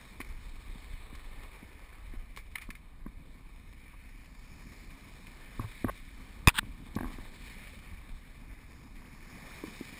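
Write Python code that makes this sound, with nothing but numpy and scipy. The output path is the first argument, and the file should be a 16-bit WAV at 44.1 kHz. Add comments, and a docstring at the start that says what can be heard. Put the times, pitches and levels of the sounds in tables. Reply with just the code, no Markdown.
"""Low rumbling wind and small waves washing over stones are heard throughout, around a kayak at a beach.
The waves are shaped noise with rising bubble chirps; the wind is lumpy low noise with added swells.
Drops and straps tick on the sealed plastic housing of a small camera: brief noise that rings it.
Paddle, hands and hull send dull knocks through it: soft pulses that set off dying tones.
Once a catch snaps hard, as a few short rings, and scrapes, as gritty noise that grows and lets go."""
import sys
import numpy as np
from scipy import signal
from scipy.fft import rfft, irfft
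from scipy.io import wavfile
from scipy.ndimage import uniform_filter1d

SR = 44100
rng = np.random.default_rng(int(sys.argv[2]) if len(sys.argv) > 2 else 0)


def file_out(sig):
    """Save sig as 16-bit WAV at sys.argv[1]."""
    # one column per channel
    cols = np.atleast_2d(sig).T
    # limit, then scale
    lim = np.clip(cols, -1, 1)
    pcm = np.round(lim * 32767).astype(np.int16)
    wavfile.write(sys.argv[1], SR, pcm)


def convert_level_to_amplitude(level_db):
    """Map a level in decibels to its linear amplitude factor."""
    exponent = np.asarray(level_db, float) / 20
    return 10 ** exponent


N = 440559  # length in samples
HZ = np.fft.rfftfreq(4096, 1 / SR)  # frequencies at which filter gains are given


def evened(x):
    """Scales a sound to rms 1, so that a later level sets its strength."""
    return x / np.sqrt(np.mean(x ** 2) + 1e-20)


def curve(rows, column=1):
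    """Joins one column of a table by straight lines, with a value at every sample."""
    rows = np.array(rows)
    return np.interp(np.arange(N) / SR, rows[:, 0], rows[:, column])


def add(mix, s, sound):
    """Mixes a sound in at time s."""
    part = mix[round(s * SR):][:len(sound)]
    part += sound[:len(part)]


def spectrum(points):
    """Turns a table of f/Hz, level/dB into a gain on the HZ grid."""
    f, db = np.transpose(points)
    return convert_level_to_amplitude(np.interp(np.log(HZ + 1), np.log(f + 1), db))


def colour(x, gain):
    """Filters by a gain without sounding ahead of time (minimum phase)."""
    log = np.log(np.maximum(gain, 1e-5))
    circle = signal.hilbert(np.r_[log, log[-2:0:-1]])
    taps = np.fft.ifft(np.exp(circle.conj())).real
    return signal.oaconvolve(x, taps)[:len(x)]


def band(lo_hz, hi_hz):
    """Gain of a soft band-pass."""
    low_side = 1 + (lo_hz / (HZ + 1)) ** 8
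    high_side = 1 + (HZ / hi_hz) ** 8
    return 1 / np.sqrt(low_side * high_side)


def wobble(rate_hz):
    """Random drift of rms 1, with no changes much faster than rate_hz."""
    low_pass = signal.butter(2, rate_hz, fs=SR, output="sos")
    return evened(signal.sosfilt(low_pass, rng.standard_normal(N)))


def ring(drive, modes):
    """A push sets off dying tones, as in a struck solid; the result has peak 1."""
    t = np.arange(8000) / SR
    tones = sum(convert_level_to_amplitude(db - 60 * t / t60) * np.sin(2 * np.pi * hz * t) for hz, db, t60 in modes)
    out = signal.oaconvolve(tones, drive)[:len(t)]
    return out / abs(out).max()


def patchy(x, depth_db):
    """Patches of the spectrum swell and fade on their own, as bubble clouds come and go."""
    z = signal.stft(x, nperseg=512, noverlap=384)[2]
    field = rng.standard_normal(z.shape[::-1]).T
    field = uniform_filter1d(field, 8, axis=0)  # across frequency
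    field = uniform_filter1d(field, 50, axis=1)  # across time
    return signal.istft(z * convert_level_to_amplitude(depth_db * evened(field)), nperseg=512, noverlap=384)[1][:N]


# what the sealed housing rings with: f/Hz, width/Hz, level/dB
HOUSING_RINGS = [(1112, 590, -7), (1788, 145, -7.5), (2295, 516, -3.5), (3026, 210, -10.5),
                 (3677, 600, -6.5), (4316, 550, -8), (5220, 700, -8.5)]
# narrow dips where paths cancel: f/Hz, width/Hz, level/dB
HOUSING_DIPS = [(1374, 56, -5), (2697, 120, -4.5), (6500, 120, -2)]
# what leaks through the walls: f/Hz, level/dB
WALL_LEAK = [(150, 5.5), (260, 5.5), (350, -4), (800, -18), (4000, -68)]


def housing():
    """Gain of the path into the housing: resonances over a leak, with dips where paths cancel."""
    power = spectrum(WALL_LEAK) ** 2
    for hz, width, db in HOUSING_RINGS:
        power = power + convert_level_to_amplitude(2 * db) / (1 + (2 * (HZ - hz) / width) ** 2) ** 1.5
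    dips_db = sum(db * np.exp(-((HZ - hz) / width) ** 2) for hz, width, db in HOUSING_DIPS)
    return np.sqrt(power) * convert_level_to_amplitude(dips_db)


# waves on the stones: t/s, wash level/dB, low slosh level/dB,
# gurgle level/dB above the wash, fine fizz level/dB above the wash
WAVES = [(0.0, -61, -59.5, -1, -9), (1.22, -61.5, -64, -1, -4.5), (1.45, -58, -64.5, -1.5, -11.5),
         (2.67, -68.5, -64.5, 0, -8.5), (3.11, -69, -59.5, 1.5, -7.5), (4.12, -61, -62.5, -8.5, -16),
         (4.6, -62.5, -56.5, -0.5, -11), (5.81, -57, -59.5, -5.5, -7), (6.04, -60.5, -57, -7, -7.5),
         (6.51, -60.5, -55.5, 1, -9), (6.82, -62, -51, 0, -5.5), (7.12, -58, -53, 0, -7.5),
         (7.26, -58.5, -58.5, -3.5, -3.5), (7.55, -56, -55, -7.5, -9.5), (8.21, -61.5, -59, -4, -9.5),
         (8.96, -64, -56, -1.5, -15.5), (9.6, -54, -56, -4, -10), (9.99, -54, -55.5, -6.5, -6.5)]
# highest hiss of the waves: t/s, level/dB above the wash
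SPRAY = [(0, -11), (1.4, -17), (2.4, -13), (4.1, -14.5), (4.65, -5), (5.05, -9.5), (5.4, -12), (7.3, -13),
         (7.6, -13), (8.25, -16), (8.7, -9)]


def surf(drops_per_s=600, drops_db=-8, spread_db=5.0, lumpy_db=0.96, slosh_lumpy_db=2.5, patch_db=1.2):
    """Hiss of countless far bubbles plus nearer droplets over a low slosh, swelling with each wavelet."""
    sizes = convert_level_to_amplitude(spread_db * np.minimum(rng.exponential(1, N), 5))
    sizes = sizes * (rng.random(N) < drops_per_s / SR)
    drops = uniform_filter1d(sizes, 120) * rng.standard_normal(N)  # each drop is a short puff
    hiss = rng.standard_normal(N) + convert_level_to_amplitude(drops_db) * evened(drops)
    hiss = hiss * convert_level_to_amplitude(lumpy_db * wobble(17.4))
    hiss = colour(evened(patchy(hiss, patch_db)), housing())
    slosh = rng.standard_normal(N) * convert_level_to_amplitude(slosh_lumpy_db * wobble(24.0))
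    slosh = colour(slosh, housing() * band(71.0, 333))
    out = convert_level_to_amplitude(curve(WAVES, column=2)) * evened(slosh)
    wash_db = curve(WAVES)
    gurgle_db = wash_db + curve(WAVES, column=3)
    fizz_db = wash_db + curve(WAVES, column=4)
    spray_db = wash_db + curve(SPRAY)
    edges_hz = [320, 1400, 2900, 4400, 6000]
    for k, db in enumerate([gurgle_db, wash_db, fizz_db, spray_db]):
        band_pass = signal.butter(2, edges_hz[k:k + 2], "bandpass", fs=SR, output="sos")
        out += convert_level_to_amplitude(db) * evened(signal.sosfiltfilt(band_pass, hiss))
    return out


# a few large bubbles close by: t/s, start f/Hz, peak level/dB
PLOPS = [(9.045, 1144, -56), (9.505, 763, -49.5)]


def bubbles(count=24, cycles=6.3, glide=0.23, spread_db=2.0, clumpy_db=5., plop_s=0.006, plop_glide=110.0):
    """Single bubbles among the stones: short rising chirps that come in clumps, and a few large plops."""
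    out = np.zeros(N)
    rate = 110 / count * convert_level_to_amplitude(clumpy_db * wobble(4.))  # bubbles per second at each pitch
    for hz in np.geomspace(460, 3160, count):
        u = np.arange(round(3 * cycles * SR / hz)) * hz / SR / cycles
        chirp = u ** .5 * np.exp(-3 * u) * np.sin(2 * np.pi * cycles * (u + glide * u ** 2 / 2))
        sizes = convert_level_to_amplitude(spread_db * np.minimum(rng.exponential(1, N), 4)) * (rng.random(N) < rate / SR)
        out += signal.oaconvolve(sizes, chirp)[:N]
    out = convert_level_to_amplitude(curve(WAVES) - 10.5) * evened(colour(out, housing()))  # 10.5 dB below the wash
    for s, hz, db in PLOPS:
        t = np.arange(2000) / SR
        swell = t / plop_s * np.exp(1 - t / plop_s)
        add(out, s, convert_level_to_amplitude(db) * swell * np.sin(2 * np.pi * hz * (t + plop_glide * t ** 2 / 2)))
    return out


# tone of the wind, before it is scaled to rms 1: f/Hz, level/dB per Hz
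WIND_TONE = [(8.8, -28.5), (15, 3.5), (41, 0.5), (80, -9.5), (124, -23.5), (200, -26.5), (260, -37),
             (440, -120)]
# slowly changing part of the wind: t/s, level/dB
BREEZE = [(0.0, -53), (0.47, -45), (1.83, -50.5), (2.2, -47), (5.26, -51), (6.4, -46.5), (9.65, -52.5),
          (9.99, -61)]
# low swells from gusts and from the housing swaying when knocked: peak t/s, level/dB
SWELLS = [(0.3, -37.5), (0.7, -43), (0.94, -37.5), (1.14, -40), (1.39, -39), (2.08, -36.5), (2.17, -37.5),
          (3.06, -40), (5.6, -42), (5.9, -35), (6.68, -34.5), (7.04, -31), (7.2, -41), (7.93, -35),
          (8.13, -41.5), (8.51, -38.5)]


def wind(rise_s=0.027, fall_s=0.026):
    """A lumpy low rumble of wind, with low swells from gusts and from the housing swaying when knocked."""
    t = np.arange(N) / SR
    power = convert_level_to_amplitude(2 * curve(BREEZE))
    for s, db in SWELLS:
        power = power + convert_level_to_amplitude(2 * db) * np.exp(-2 * abs(t - s) / np.where(t < s, rise_s, fall_s))
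    rumble = colour(rng.standard_normal(N), spectrum(WIND_TONE))
    return np.sqrt(power) * evened(rumble)


# sharp ticks on the housing: t/s, peak level/dB, treble boost level/dB,
# level/dB of the spatter after it, against the start of the tick
TICKS = [(0.2022, -32.5, -5, -25), (0.2059, -34, -13, -30), (0.2124, -31, -10, -24), (0.2466, -42, -6, -20),
         (1.152, -44, 3, -18), (2.3624, -38.5, -2, -10), (2.3725, -35.5, -5, -11), (2.5533, -30, -39, -30),
         (2.5567, -23.5, -16, -27), (2.5815, -35, -19, -21), (2.6144, -41, -12, -20),
         (2.6179, -37.5, -9, -3), (2.7033, -33.5, -9, -28), (2.7063, -36, -9, -25), (2.751, -40, -9, -10),
         (5.2683, -39.5, -10, -17), (6.9528, -36.5, 17, -24)]


def ticks(rise=0.0007, decay=0.002, spatter_s=0.021, focus=0.89, count=12):
    """Drops and straps: each tick is a dying spatter of noise that rings the housing and the wall it hits."""
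    out, t = np.zeros(N), np.arange(3000) / SR
    treble = 1 / (1 + (3000 / (HZ + 1)) ** 8)
    wall = 1 + convert_level_to_amplitude(5.5) / np.hypot(1, 2 * (HZ - 2170) / 430)  # the struck wall rings near 2170 Hz
    wash_db = curve(WAVES)
    # small drops at random moments, 10.5 to 14.5 dB above the wash
    faint = [(u * N / SR, wash_db[int(u * N)] + 10.5 + 4 * v, -4, 11) for u, v in rng.random((count, 2))]
    rows = TICKS + faint
    for (s, db, treble_db, spatter_db), noise in zip(rows, rng.standard_normal((len(rows), len(t)))):
        fade = np.exp(-t / decay) + convert_level_to_amplitude(spatter_db) * np.exp(-t / spatter_s)
        envelope = (1 - np.exp(-t / rise)) * fade
        boost = 1 - treble + treble * convert_level_to_amplitude(treble_db)
        tick = colour(noise * envelope, housing() ** focus * band(1180, 9000) * wall * boost)
        add(out, s, convert_level_to_amplitude(db) * tick / abs(tick).max())
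    return out


# short rubs that grind the hard part of a knock: t/s, length/s, peak level/dB
RUBS = [(3.929, 0.026, -50), (5.602, 0.059, -42), (5.864, 0.015, -37.5), (5.88, .011, -26.5),
        (5.89, 0.011, -24.5), (6.966, 0.0089, -31), (7.248, 0.017, -45)]
# hard part of knocks and rubs, before scaling to peak 1: f/Hz, level/dB, time to fall 60 dB/s
CLACK = [(714, 9.5, 0.0038), (1094, 15.5, 0.015), (1590, 8, 0.013), (1850, 1, 0.013)]


def rubs():
    """Rough contact lasts a moment: a stroke of noise keeps the hard tones ringing."""
    out = np.zeros(N)
    tap = signal.windows.hann(17)  # hard contact, in samples
    for (s, length, db), noise in zip(RUBS, rng.standard_normal((len(RUBS), 4000))):
        stroke = signal.windows.tukey(round(length * SR), .5)
        add(out, s, convert_level_to_amplitude(db) * ring(np.convolve(stroke * noise[:len(stroke)], tap), CLACK))
    return out


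# dull knocks: t/s, peak level/dB of the boom, clack level/dB above it, push level/dB above it,
# pitch of the boom as a ratio
KNOCKS = [(0.201, -34.5, 1, -13, 1.04), (0.755, -41.5, -19, -18, 0.72), (1.127, -41, -20, -23, 0.88),
          (1.628, -40.5, -16, -9, 0.82), (2.137, -40, -28, -18, 1.01), (2.372, -48, 11.5, -7, 1.7),
          (2.689, -37, -4, -22, 0.9), (3.062, -32, -5.5, -32, 0.89), (5.594, -28, -1.5, -1, 0.97),
          (5.643, -50.5, -5, 20.5, 1.2), (5.844, -18, -6, -8.5, 1.01), (6.587, -32.5, -15, -22, 0.8),
          (6.629, -36.5, -4, 3, 0.85), (6.963, -22, -14, -8.5, 0.84), (6.9855, -39, 12.5, 4, 1.2),
          (7.0068, -29, 2.5, -22, 1.04), (7.184, -37.5, -5, -7, 1.06), (9.637, -29, -10.5, -31, 1.27),
          (9.68, -38, -18, -16, 0.86), (9.809, -29.5, -34.5, -32, 1.05)]
# boom, before the pitch ratio and scaling to peak 1: f/Hz, level/dB, time to fall 60 dB/s
BOOM = [(250, 10, 0.047), (308.5, 11.5, 0.027), (407, -12.5, 0.078)]
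# shove on the microphone, before scaling to peak 1: f/Hz, level/dB, time to fall 60 dB/s
PUSH = [(59, -23, 0.091), (108.7, 5, 0.12)]


def judder(count=8, gap_s=0.0118, uneven_s=0.00055, fade_db=-2.15, uneven_db=1.5):
    """Something judders along the hull: rows for a run of uneven, fading knocks."""
    return [(7.031 + k * gap_s + uneven_s * v, -30.5 + k * fade_db + uneven_db * u, -0.5, -18, 1)
            for k, (u, v) in enumerate(rng.standard_normal((count, 2)))]


def knocks(lag=0.00174, grit=0.6, boom_rise_s=0.0015):
    """Paddle, hands and hull: soft contact booms and shoves, then hard contact clacks lag seconds later."""
    out = np.zeros(N)
    touch, tap = signal.windows.hann(60), signal.windows.hann(17)  # soft and hard contact, in samples
    build = (1 - np.exp(-np.arange(8000) / SR / boom_rise_s)) ** 2  # the boom takes a cycle to build
    skid = np.exp(-np.arange(200) / 60.)  # the hard contact skids a little
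    rows = KNOCKS + judder()
    for (s, db, clack_db, push_db, pitch), noise in zip(rows, rng.standard_normal((len(rows), 200))):
        boom = ring(touch, np.multiply(BOOM, [pitch, 1, 1])) * build
        boom = boom / abs(boom).max()
        add(out, s, -convert_level_to_amplitude(db) * (boom + convert_level_to_amplitude(push_db) * ring(touch, PUSH)))
        contact = np.r_[tap, grit * np.convolve(skid * noise, tap) / 3]
        add(out, s + lag, convert_level_to_amplitude(db + clack_db) * ring(contact, CLACK))
    return out


# tone of the scrape, before it is scaled to rms 1: f/Hz, level/dB per Hz
SCRAPE_TONE = [(290, -52), (500, -37), (793, -17), (916, 0.5), (1090, -3), (1640, 1), (2040, -9.5),
               (3550, -2), (4400, -12.5), (4870, -15), (5800, -27), (7540, -60), (12800, -120)]


def scrape():
    """The catch slides to rest after the snap, drags over plastic ever harder, then slips and lets go."""
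    slide_s, slide_db, slide_t60_s = 6.4965, -29, 0.041
    drag_s, drag_db, drag_db_per_s, drag_onset_s = 6.537, -44.5, 278, 0.01
    slip_s, slip_length_s, slip_db, grip_s = 6.5838, 0.0096, -23, 0.0018  # grip_s: how fast it sets in
    let_go_t60_s = 0.007
    t = np.arange(N) / SR
    grit = rng.standard_normal(N) * convert_level_to_amplitude(2.2 * wobble(260))  # it sticks and slips unevenly
    end = slip_s + slip_length_s
    slide = (t > slide_s) * convert_level_to_amplitude(slide_db - 60 * abs(t - slide_s) / slide_t60_s)
    drag = convert_level_to_amplitude(drag_db + drag_db_per_s * (np.minimum(t, end) - drag_s))
    drag = drag * np.clip((t - drag_s) / drag_onset_s, 0, 1)
    slip = np.clip((t - slip_s) / grip_s + 1, 0, 1) * convert_level_to_amplitude(slip_db)
    held = convert_level_to_amplitude(-60 * np.maximum(t - end, 0) / let_go_t60_s)
    level = slide + np.maximum(drag, slip) * held
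    return level * evened(colour(grit, spectrum(SCRAPE_TONE)))


# chatters of the catch, before the band-pass: t/s, length/s, peak level/dB
SNAP = [(6.4734, 0.00558, 0.5), (6.4834, 0.0029, -2.5), (6.4906, 0.002, -10.5), (6.4937, 0.002, -21)]
# what each chatter rings with, before scaling to peak 1: f/Hz, level/dB, time to fall 60 dB/s
SNAP_RING = [(1140, 5, 0.016), (1970, 0.5, 0.016), (2490, 9, 0.1), (3460, 5, 0.019), (4850, 1.5, 0.015)]


def snap(jolt_pull=0.65, jolt_rebound=0.37, jolt_settle_s=0.004):
    """The catch chatters a few times, as short rings with brief gaps between, and jolts the microphone."""
    start, pull_s = SNAP[0][:2]
    u = np.arange(N) / SR - start
    # the first chatter pulls the diaphragm, which springs back
    pull = -jolt_pull * np.clip(u / pull_s, 0, 1)
    rebound = jolt_rebound * np.exp(-abs(u - pull_s) / jolt_settle_s)
    jolt = np.where(u < pull_s, pull, rebound)
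    out = uniform_filter1d(uniform_filter1d(jolt, 50), 50)  # the diaphragm is sluggish
    t = np.arange(600) / SR
    for (s, length, db), noise in zip(SNAP, rng.standard_normal((len(SNAP), 600))):
        strike = np.exp(-t / 0.00004) + 0.17 * noise * np.exp(-t / 0.002)
        chatter = ring(strike, SNAP_RING)[:len(t)]
        ending = np.maximum(np.exp(-np.maximum(t - length, 0) / 0.0003), 0.03)  # a faint rest stays
        add(out, s, convert_level_to_amplitude(db) * colour(chatter * ending, band(810, 16000)))
    return out


def scene():
    """All sources, one channel."""
    return (surf() + bubbles() + wind() + ticks() + rubs() + knocks() + scrape() + snap())[None]


def gain_control(x, duck_from_db=-28, duck_share=0.12, recover_db_per_s=29):
    """Turns the level down after loud hits, by a share of the excess, and lets it recover steadily."""
    power_db = 10 * np.log10(abs(uniform_filter1d(x ** 2, 300)) + 1e-12)
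    fall = np.arange(N) * recover_db_per_s / SR
    peak_db = np.maximum.accumulate(power_db + fall) - fall
    over_db = np.maximum(peak_db - duck_from_db, 0)
    duck_db = signal.lfilter([.002], [1, -.998], duck_share * over_db)
    return x / convert_level_to_amplitude(duck_db)


def slow_converter(x, hold_hz=12000):
    """Holding each sample mirrors the sound around the hold rate and softens the treble."""
    low = signal.oaconvolve(x, signal.firwin(301, hold_hz / 2, fs=SR), "same")
    mirrored = low * (1 + 2 * np.cos(2 * np.pi * hold_hz * np.arange(N) / SR))
    hz = np.fft.rfftfreq(N, 1 / SR)
    lift = convert_level_to_amplitude(2.0 * (hz / 14500) ** 4)  # the output stage lifts the top a little
    edge = convert_level_to_amplitude(-19) + (1 - convert_level_to_amplitude(-19)) / (1 + (hz / 15150) ** 150)  # step down above 15150 Hz
    return irfft(rfft(mirrored) * np.sinc(hz / hold_hz) * lift * edge, N)


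def top_cut(x):
    """Nothing passes above the cut-off."""
    return signal.sosfilt(signal.butter(12, 17110, fs=SR, output="sos"), x)


def record(dry):
    """Gain control ducks after loud hits, overload rounds the peaks, a slow converter holds each sample."""
    ceiling = 0.51  # of full scale
    heard = gain_control(dry[0])
    heard = heard / (1 + (heard / ceiling) ** 4) ** (1 / 4)
    held = slow_converter(heard)
    return top_cut(held)


dry = scene()
out = record(dry)
file_out(out)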